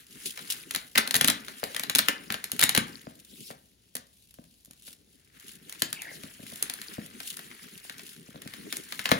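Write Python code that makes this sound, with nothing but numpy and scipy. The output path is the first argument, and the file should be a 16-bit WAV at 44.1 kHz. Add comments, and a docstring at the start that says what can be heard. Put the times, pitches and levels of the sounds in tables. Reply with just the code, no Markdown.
"""Picking at a wrapped cardboard box

Fingers pick at packing tape and bubble wrap on a cardboard box, on a carpet, under a phone.
Tape snaps are impulses and noise bursts exciting wrap resonances; tugs and taps ring the hollow box.
Hands add shaped-noise rustle with crackle, and a finger squeaks by stick and slip.
A small furnished room answers over a quiet room tone; the phone steers two ports into a stereo pair."""
import sys
import numpy as np
from scipy import signal
from scipy.fft import rfft, irfft, next_fast_len
from scipy.io import wavfile
from scipy.ndimage import uniform_filter1d, map_coordinates

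SR = 44100
rng = np.random.default_rng(int(sys.argv[2]) if len(sys.argv) > 2 else 0)


def output_pcm(signal):
    """Save a mono or channel-first signal as 16-bit PCM at the path in sys.argv[1].

    Samples are clipped to [-1, 1] before scaling.
    """
    pcm = np.clip(np.atleast_2d(signal).T, -1, 1) * 32767
    wavfile.write(sys.argv[1], SR, np.round(pcm).astype(np.int16))


N = 405279  # length in samples

# Tape and film letting go. Each row: start in seconds, relative level of the wrap's ring in dB,
# relative level of the treble crack in dB.
SNAPS = [(0.3751, -27, -30), (0.3917, -28.5, -39), (0.5014, -33, -19), (0.709, -26.5, -19.5),
         (0.7483, -17.5, -16), (0.7601, -21, -16.5), (0.9537, -19.5, -25), (0.957, -13.5, -27.5),
         (0.9756, -9.5, -24.5), (0.979, -11, -5.5), (0.9835, -7.5, -12), (1.075, -22.5, -18.5),
         (1.109, -20.5, -14.5), (1.1424, -10.5, -8.5), (1.153, -16, -10), (1.159, -20.5, -11.5),
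         (1.1644, -23, -10), (1.211, -9, -7.5), (1.2447, -12, -6.5), (1.2758, -24, -10),
         (1.2826, -8.5, -7.5), (1.2998, -13.5, -9), (1.483, -26, -35), (1.638, -22.5, -19),
         (1.7466, -25.5, -27), (1.7642, -19.5, -19), (1.7953, -21.5, -17), (1.8349, -21.5, -21.5),
         (1.897, -16, -14.5), (1.9502, -15.5, -7.5), (1.9564, -14.5, -8), (1.9847, -18, -8),
         (1.9893, -10.5, -7), (2.0846, -7.5, -11), (2.3034, -18, -35.5), (2.3228, -23.5, -19.5),
         (2.342, -18, -26.5), (2.4411, -28, -18), (2.517, -29, -13.5), (2.5931, -18, -10),
         (2.606, -19, -22.5), (2.6126, -18.5, -10), (2.6256, -8.5, -15.5), (2.6313, -16, -6.5),
         (2.6374, -14, -4.5), (2.6921, -15, -7), (2.7492, -12.5, -10), (2.7633, -14.5, -18),
         (2.7758, -8.5, -8), (3.51, -33.5, -37), (3.9529, -46, -18), (3.9562, -31, -36), (3.9665, -34, -23),
         (4.308, -57, -46), (4.3406, -56, -39), (4.44, -55, -48), (4.648, -68, -40), (4.657, -61.5, -38.5),
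         (4.7096, -48, -37), (4.733, -56, -43.5), (4.822, -63, -43), (4.8795, -40.5, -38.5),
         (4.929, -53, -37), (5.398, -60, -37.5), (5.6953, -40, -28.5), (5.7246, -36, -26.5),
         (5.8206, -15, -9.5), (5.9282, -25.5, -17), (6.019, -35.5, -24), (6.235, -34, -34),
         (6.558, -44, -29), (6.6253, -28, -10), (6.6976, -26.5, -18.5), (6.7373, -39.5, -22.5),
         (6.8158, -34, -26.5), (7.2029, -27, -29.5), (7.369, -45.5, -26.5), (7.392, -30.5, -34),
         (7.514, -38.5, -57), (7.8966, -27.5, -30.5), (7.994, -30, -41.5), (8.419, -35.5, -31),
         (8.4752, -32, -32), (8.537, -30.5, -33), (8.7257, -22, -19), (8.768, -39, -18.5),
         (8.923, -22.5, -24.5), (8.9929, -20, -26), (9.0565, -13.5, -24.5), (9.0911, -17.5, -29),
         (9.109, -26, -26), (9.116, -6, -17)]
# Resonances of the taut wrap. Each row: centre in Hz, width in Hz, gain in dB.
WRAP_MODES = [(1734, 1125, 6.5), (2400, 4020, -3), (4230, 1200, 3)]
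# Spectrum of the crack. Each row: frequency in Hz, relative density in dB per Hz.
CRACK_SPECTRUM = [(3000, -20.5), (5500, -7), (9500, -0.5), (13000, -1.5), (15700, -10.5), (16200, -29.5)]


def snaps():
    """Impulsive release: a dry treble crack and a short ring of the taut wrap, high if crisp, low if dull."""
    start, ring_db, crack_db = np.transpose(SNAPS)
    crisp_db = 0.47 * (crack_db - ring_db)

    crack = jolts(start + 0.001, crack_db + 11.5)
    crack += bursts(start, crack_db + 17.5, rise=0.0013, t60=0.011)

    low = jolts(start, ring_db + 12.5)
    low += bursts(start, ring_db - crisp_db + 10, rise=0.00031, t60=0.01)
    low += bursts(start, ring_db + 11.0, rise=0.0046, t60=0.054)
    high = bursts(start, ring_db + crisp_db + 20, rise=0.00034, t60=0.016)

    # the pull reaches the cardboard a moment later
    thud = bursts(start + 0.003, ring_db + 22, rise=0.0012, t60=0.018)

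    wrap = filtered(low, modes(WRAP_MODES[:1])) + filtered(high, modes(WRAP_MODES[1:]))
    return filtered(crack, colour(CRACK_SPECTRUM)) + wrap + filtered(thud, modes(BOX_MODES))


# Tugs and taps on the box. Each row: time in seconds, relative level of the boom in dB,
# relative level of the tap in dB.
KNOCKS = [(0.981, -33.5, -45), (1.159, -30, -47), (1.214, -29, -38), (1.242, -25, -40), (1.283, -29.5, -36),
          (1.634, -37.5, -24), (2.304, -31, -38), (2.531, -34.5, -61), (2.639, -30, -56), (2.777, -18, -31),
          (3.072, -34.5, -37.5), (3.507, -42.5, -36), (3.955, -42.5, -39), (4.389, -39.5, -48),
          (4.678, -52, -70), (4.705, -50.5, -70), (4.881, -51.5, -51), (5.822, -31, -36),
          (6.118, -47, -42.5), (6.238, -37, -52), (6.397, -40, -53), (6.432, -41, -58), (6.527, -38, -44),
          (6.984, -26.5, -46), (8.287, -40.5, -70), (8.347, -41, -49), (8.36, -39.5, -42.5),
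          (8.46, -35.5, -68), (9.119, -15, -13)]
# Resonances of the cardboard box. Each row: centre in Hz, width in Hz, gain in dB.
BOX_MODES = [(152.3, 86, -3.5), (218.7, 73.4, 2.5), (278, 78.6, 0), (414, 89, -5), (675, 620, -6.5)]


def knocks():
    """Modal excitation: a soft push rings the air in the box; a tap just before wakes the stiffer panels."""
    time, boom_db, tap_db = np.transpose(KNOCKS)

    def soft_push(hz):
        return modes(BOX_MODES)(hz) / (1 + 1j * hz / 350) ** 2

    def panel_tap(hz):
        return modes(BOX_MODES[3:])(hz) / (1 + 1j * hz / 1200)

    boom = filtered(jolts(time, boom_db + 47.0), soft_push)
    tap = filtered(jolts(time - 0.002, tap_db + 43.5), panel_tap)
    return boom + tap


# Spectrum of the sliding film. Each row: frequency in Hz, relative density in dB per Hz.
FILM_SPECTRUM = [(1200, -42), (2800, -2), (6000, -7), (9500, -0.5), (15700, -7.5), (16200, -26)]


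def rustle():
    """Friction noise: skin on plastic hisses and crackles, scuffs the wrap and rumbles in the box."""
    film_db, wrap_db, box_db = hands()
    flutter = wobble(22)
    film, wrap = colour(FILM_SPECTRUM), modes(WRAP_MODES[:2])

    hiss = amp(film_db - 5.0 + 2.8 * flutter) * unit(filtered(patchy(depth_db=3.5), film))
    scuff = amp(wrap_db - 4 + 0.95 * flutter) * unit(filtered(patchy(depth_db=2), wrap))
    grains = crackle(wrap_db + 23, count=2500, spread_db=3.5)
    scuff += filtered(bursts(*grains, rise=0.00026, t60=0.013), wrap)

    def box_above_bass(hz):
        return modes(BOX_MODES[:4])(hz) / (1 + (110 / (hz + 1)) ** 4)

    rumble = amp(box_db + 4 * wobble(25)) * unit(filtered(patchy(depth_db=4.0), box_above_bass))

    creases = crackle(film_db + 21.5, count=1300, spread_db=4.0)
    ticks = filtered(bursts(*creases, rise=0.00026, t60=0.032), film)

    # every crease has its own size and pitch
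    crease_hz = 2900 * np.exp(0.52 * rng.standard_normal(500))
    creases = crackle((film_db + wrap_db) / 2 + 13.5, count=500, spread_db=4.5)
    pops = bursts(*creases, rise=0.0002, t60=0.004, hz=crease_hz)
    return hiss + scuff + rumble + ticks + pops


# Steady contact of the hands. Each row: time in seconds, relative film level in dB,
# relative wrap level in dB.
CONTACT = [(0.01, -55, -59), (0.08, -57, -69.5), (0.11, -47.5, -61), (0.58, -49.5, -54.5),
           (0.9, -52.5, -71.5), (1.42, -48.5, -55), (2.55, -52, -55.5), (2.95, -52.5, -55.5),
           (3.2, -62, -69), (3.62, -65.5, -79), (4.25, -64.5, -105), (5.32, -66, -72.5), (5.36, -53.5, -62),
           (5.95, -51, -61), (6.9, -48, -52), (7.1, -51.5, -57), (8.1, -51, -57.5), (8.22, -60, -65),
           (8.6, -51.5, -54.5), (9.1, -46.5, -59)]
# A finger or palm sweeps over the parcel. Each row: time of the peak in seconds, swell in seconds,
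# fade in seconds, relative film level in dB, relative box rumble level in dB.
SWEEPS = [(0.259, 0.0059, 0.023, -30, -49), (0.505, 0.0047, 0.033, -32.5, -65),
          (3.479, 0.16, .05, -43.5, -57), (4.87, 0.02, 0.053, -50.5, -68.5),
          (6.25, 0.12, 0.022, -61.5, -52), (7.282, 0.027, 0.06, -40, -69.5),
          (8.672, 0.033, 0.078, -94.5, -45.5)]
RUMBLE_GROWS, RUMBLE_DB = 0.62, -23  # box rumble: dB per dB of wrap level, and offset in dB
SWEEP_SLOPE_DB = 12  # loss one swell or fade time from the peak


def hands():
    """Contact pressure as levels in dB: box rumble follows the wrap; sweeps add to film and box."""
    t = np.arange(N) / SR
    film_db, wrap_db = curves(CONTACT)
    gains = amp([film_db, RUMBLE_GROWS * wrap_db + RUMBLE_DB])
    for peak, swell, fade, *peak_db in SWEEPS:
        distance = np.maximum((peak - t) / swell, (t - peak) / fade)
        gains = gains + amp(peak_db)[:, None] * amp(-SWEEP_SLOPE_DB * distance)
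    film_db, box_db = 20 * np.log10(gains)
    return film_db, wrap_db, box_db


def crackle(level_db, count, spread_db):
    """Clustered random events: tiny creases pop in clumps, a few far louder; gives times and levels."""
    draw = rng.random((count, 2))
    clumps = np.cumsum(amp(7 * wobble(9.4)))
    at = np.searchsorted(clumps, draw[:, 0] * clumps[-1]).clip(0, N - 1)
    return at / SR, level_db[at] - spread_db * np.log(1.015 - draw[:, 1])


def patchy(depth_db):
    """Modulated noise: two rows whose loudness drifts in small patches of pitch and time."""
    spectrum = signal.stft(rng.standard_normal((2, N)), nperseg=256)[2]
    field = rng.standard_normal(spectrum.shape[1:])
    field = uniform_filter1d(field, size=4, axis=0)  # across pitch
    field = uniform_filter1d(field, size=8, axis=1)  # across time
    return signal.istft(spectrum * amp(depth_db * unit(field)), nperseg=256)[1][:, :N]


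# A finger drags on the tape. Each row: time in seconds, pitch in Hz, relative level in dB.
SQUEAK = [(5.96, 2586, -45), (6.045, 2057, -43), (6.068, 1797, -42.5), (6.095, 2216, -42),
          (6.13, 1417, -49)]


def squeak():
    """Stick-slip friction: skin on tape gives a rough gliding tone with a weaker strand below it."""
    hz, db = curves(SQUEAK)
    t = np.arange(N) / SR
    on = (t > SQUEAK[0][0]) & (t < SQUEAK[-1][0])

    def strand(ratio):
        unsteady_hz = ratio * hz * (1 + 0.07 * wobble(120))
        return wobble(500) * np.sin(2 * np.pi * np.cumsum(unsteady_hz) / SR)

    tone = on * amp(db) * (strand(1) + amp(-9) * strand(0.4))
    return tone * np.array([[1], [0]])  # alike at both ports


# Reverberation of the room. Each row: frequency in Hz, time to fall by 60 dB in seconds.
ROOM_T60 = [(150, 0.44), (2000, 0.35), (12000, 0.12)]


def room(x):
    """Reverberant decay by frequency: a fresh random noise tail answers each quarter second of sound."""
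    out, hop = np.zeros((2, N + 2 * SR)), SR // 4
    delay = 300  # samples before the answer begins
    for start in range(0, N, hop):
        hz, t, spectrum = signal.stft(rng.standard_normal((2, SR // 2)), SR, nperseg=256)
        decay = amp(-60 * t / along(ROOM_T60, hz)[:, None])
        tail = signal.istft(spectrum * decay, SR, nperseg=256)[1]
        wet = signal.fftconvolve(x[:, start:start + hop], tail / np.linalg.norm(tail[0]), axes=1)
        out[:, start + delay:start + delay + wet.shape[1]] += wet
    return out[:, :N]


# Spectrum of the room tone. Each row: frequency in Hz, density in dB per Hz.
AIR_SPECTRUM = [(20, -125), (55, -89), (220, -96.5), (1300, -118), (4000, -110), (15700, -120),
                (16200, -135)]


def room_tone():
    """Stationary background noise: white noise of unit density per Hz, coloured by its spectrum."""
    return filtered(rng.standard_normal((2, N)), colour(AIR_SPECTRUM)) * np.sqrt(SR / 2)


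def amp(db):
    """Level law: decibels to an amplitude ratio."""
    return 10 ** (np.asarray(db) / 20)


def unit(x):
    """Normalisation to an effective (RMS) value of one."""
    return x / np.sqrt(np.mean(x ** 2) + 1e-20)


def along(points, hz):
    """Logarithmic frequency scale: interpolate (Hz, value) points on it."""
    f, v = np.transpose(points)
    return np.interp(np.log(hz + 1), np.log(f + 1), v)


def curves(rows):
    """Linear interpolation: one value per sample for each column after the time."""
    s, *cols = np.transpose(rows)
    return [np.interp(np.arange(N) / SR, s, c) for c in cols]


def wobble(rate):
    """Slow random modulation: a smooth random curve, rate knots a second."""
    knots = rng.standard_normal(int(N * rate / SR) + 4)
    return map_coordinates(knots, [np.arange(N) * rate / SR])


def filtered(x, response):
    """Linear filtering: the spectrum of x times a complex response of frequency."""
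    m = next_fast_len(N + SR // 2)
    return irfft(rfft(x, m) * response(np.fft.rfftfreq(m, 1 / SR)), m)[..., :N]


def modes(table):
    """Modal superposition: the causal response of resonances of alternating sign."""
    def response(f):
        return sum((-1) ** k * amp(db) * 1j * f * width / (centre * centre - f * f + 1j * f * width)
                   for k, (centre, width, db) in enumerate(table))
    return response


def colour(points):
    """Spectral shaping: a gain over frequency without phase shift."""
    return lambda hz: amp(along(points, hz))


def jolts(times, db):
    """Ideal impulses: single pushes, alike at both ports."""
    push = np.zeros((2, N))
    push[0, np.round(times * SR).astype(int)] = amp(db)
    return push


def bursts(times, db, rise, t60, hz=None):
    """Exponential decay: noise bursts of set energy, or damped tones if given a pitch each."""
    t = np.arange(SR // 25) / SR
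    shape = (1 - np.exp(-t / rise)) * amp(-60 * t / t60)
    grain = rng.standard_normal((len(times), 2, len(t)))  # other fine detail in each row
    if hz is not None:
        phase = np.pi * grain[..., :1]
        grain = np.sin(2 * np.pi * hz[:, None, None] * t + phase)
    grain = grain * shape
    grain *= amp(db)[:, None, None] / np.linalg.norm(grain, axis=2, keepdims=True)
    first = np.round(np.asarray(times) * SR).astype(int)
    at = (first[:, None] + np.arange(len(t))).ravel()
    return np.array([np.bincount(at, grain[:, c].ravel(), N + SR)[:N] for c in range(2)])


def scene():
    """Superposition: the two rows are what both ports share and what differs between them."""
    near = snaps() + knocks() + squeak()
    return near + amp(-9.5) * room(near) + rustle() + room_tone()


# Unlike part of the ports. Each row: frequency in Hz, gain in dB.
WIDTH = [(100, -13), (700, -7), (5500, -2.5), (8500, -10)]
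# Left level over right. Each row: frequency in Hz, difference in dB.
LEFT_TILT = [(60, 1.5), (1200, 3.5), (2300, 1), (3700, 7), (6000, 2), (7500, 5), (8300, 0)]
# Left phase ahead of right. Each row: frequency in Hz, lead in radians.
LEFT_LEAD = [(0, 0), (430, 1.1), (1640, 5.2), (2240, 6.6), (3200, 7.8), (5080, 7), (7300, 5.1), (8000, 3.2),
             (11500, -.6), (15400, -6.1)]
TOP_HZ = 16900  # upper band limit


def record(dry):
    """Interchannel differences: level tilt and phase lead steer the ports; peaks round off, band ends."""
    shared, unlike = dry[0], filtered(dry[1], colour(WIDTH))
    side = np.array([[0.5], [-0.5]])  # half of each difference to either side

    def steer(hz):
        lead = np.interp(hz, *np.transpose(LEFT_LEAD))
        return amp(side * along(LEFT_TILT, hz)) * np.exp(1j * side * lead)

    pair = filtered(np.array([shared + unlike, shared - unlike]), steer)
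    pair = pair / (1 + np.abs(pair / 0.9) ** 4) ** (1 / 4)  # soft ceiling at 0.9
    return filtered(pair, lambda hz: hz < TOP_HZ)


dry = scene()
out = record(dry)
output_pcm(out)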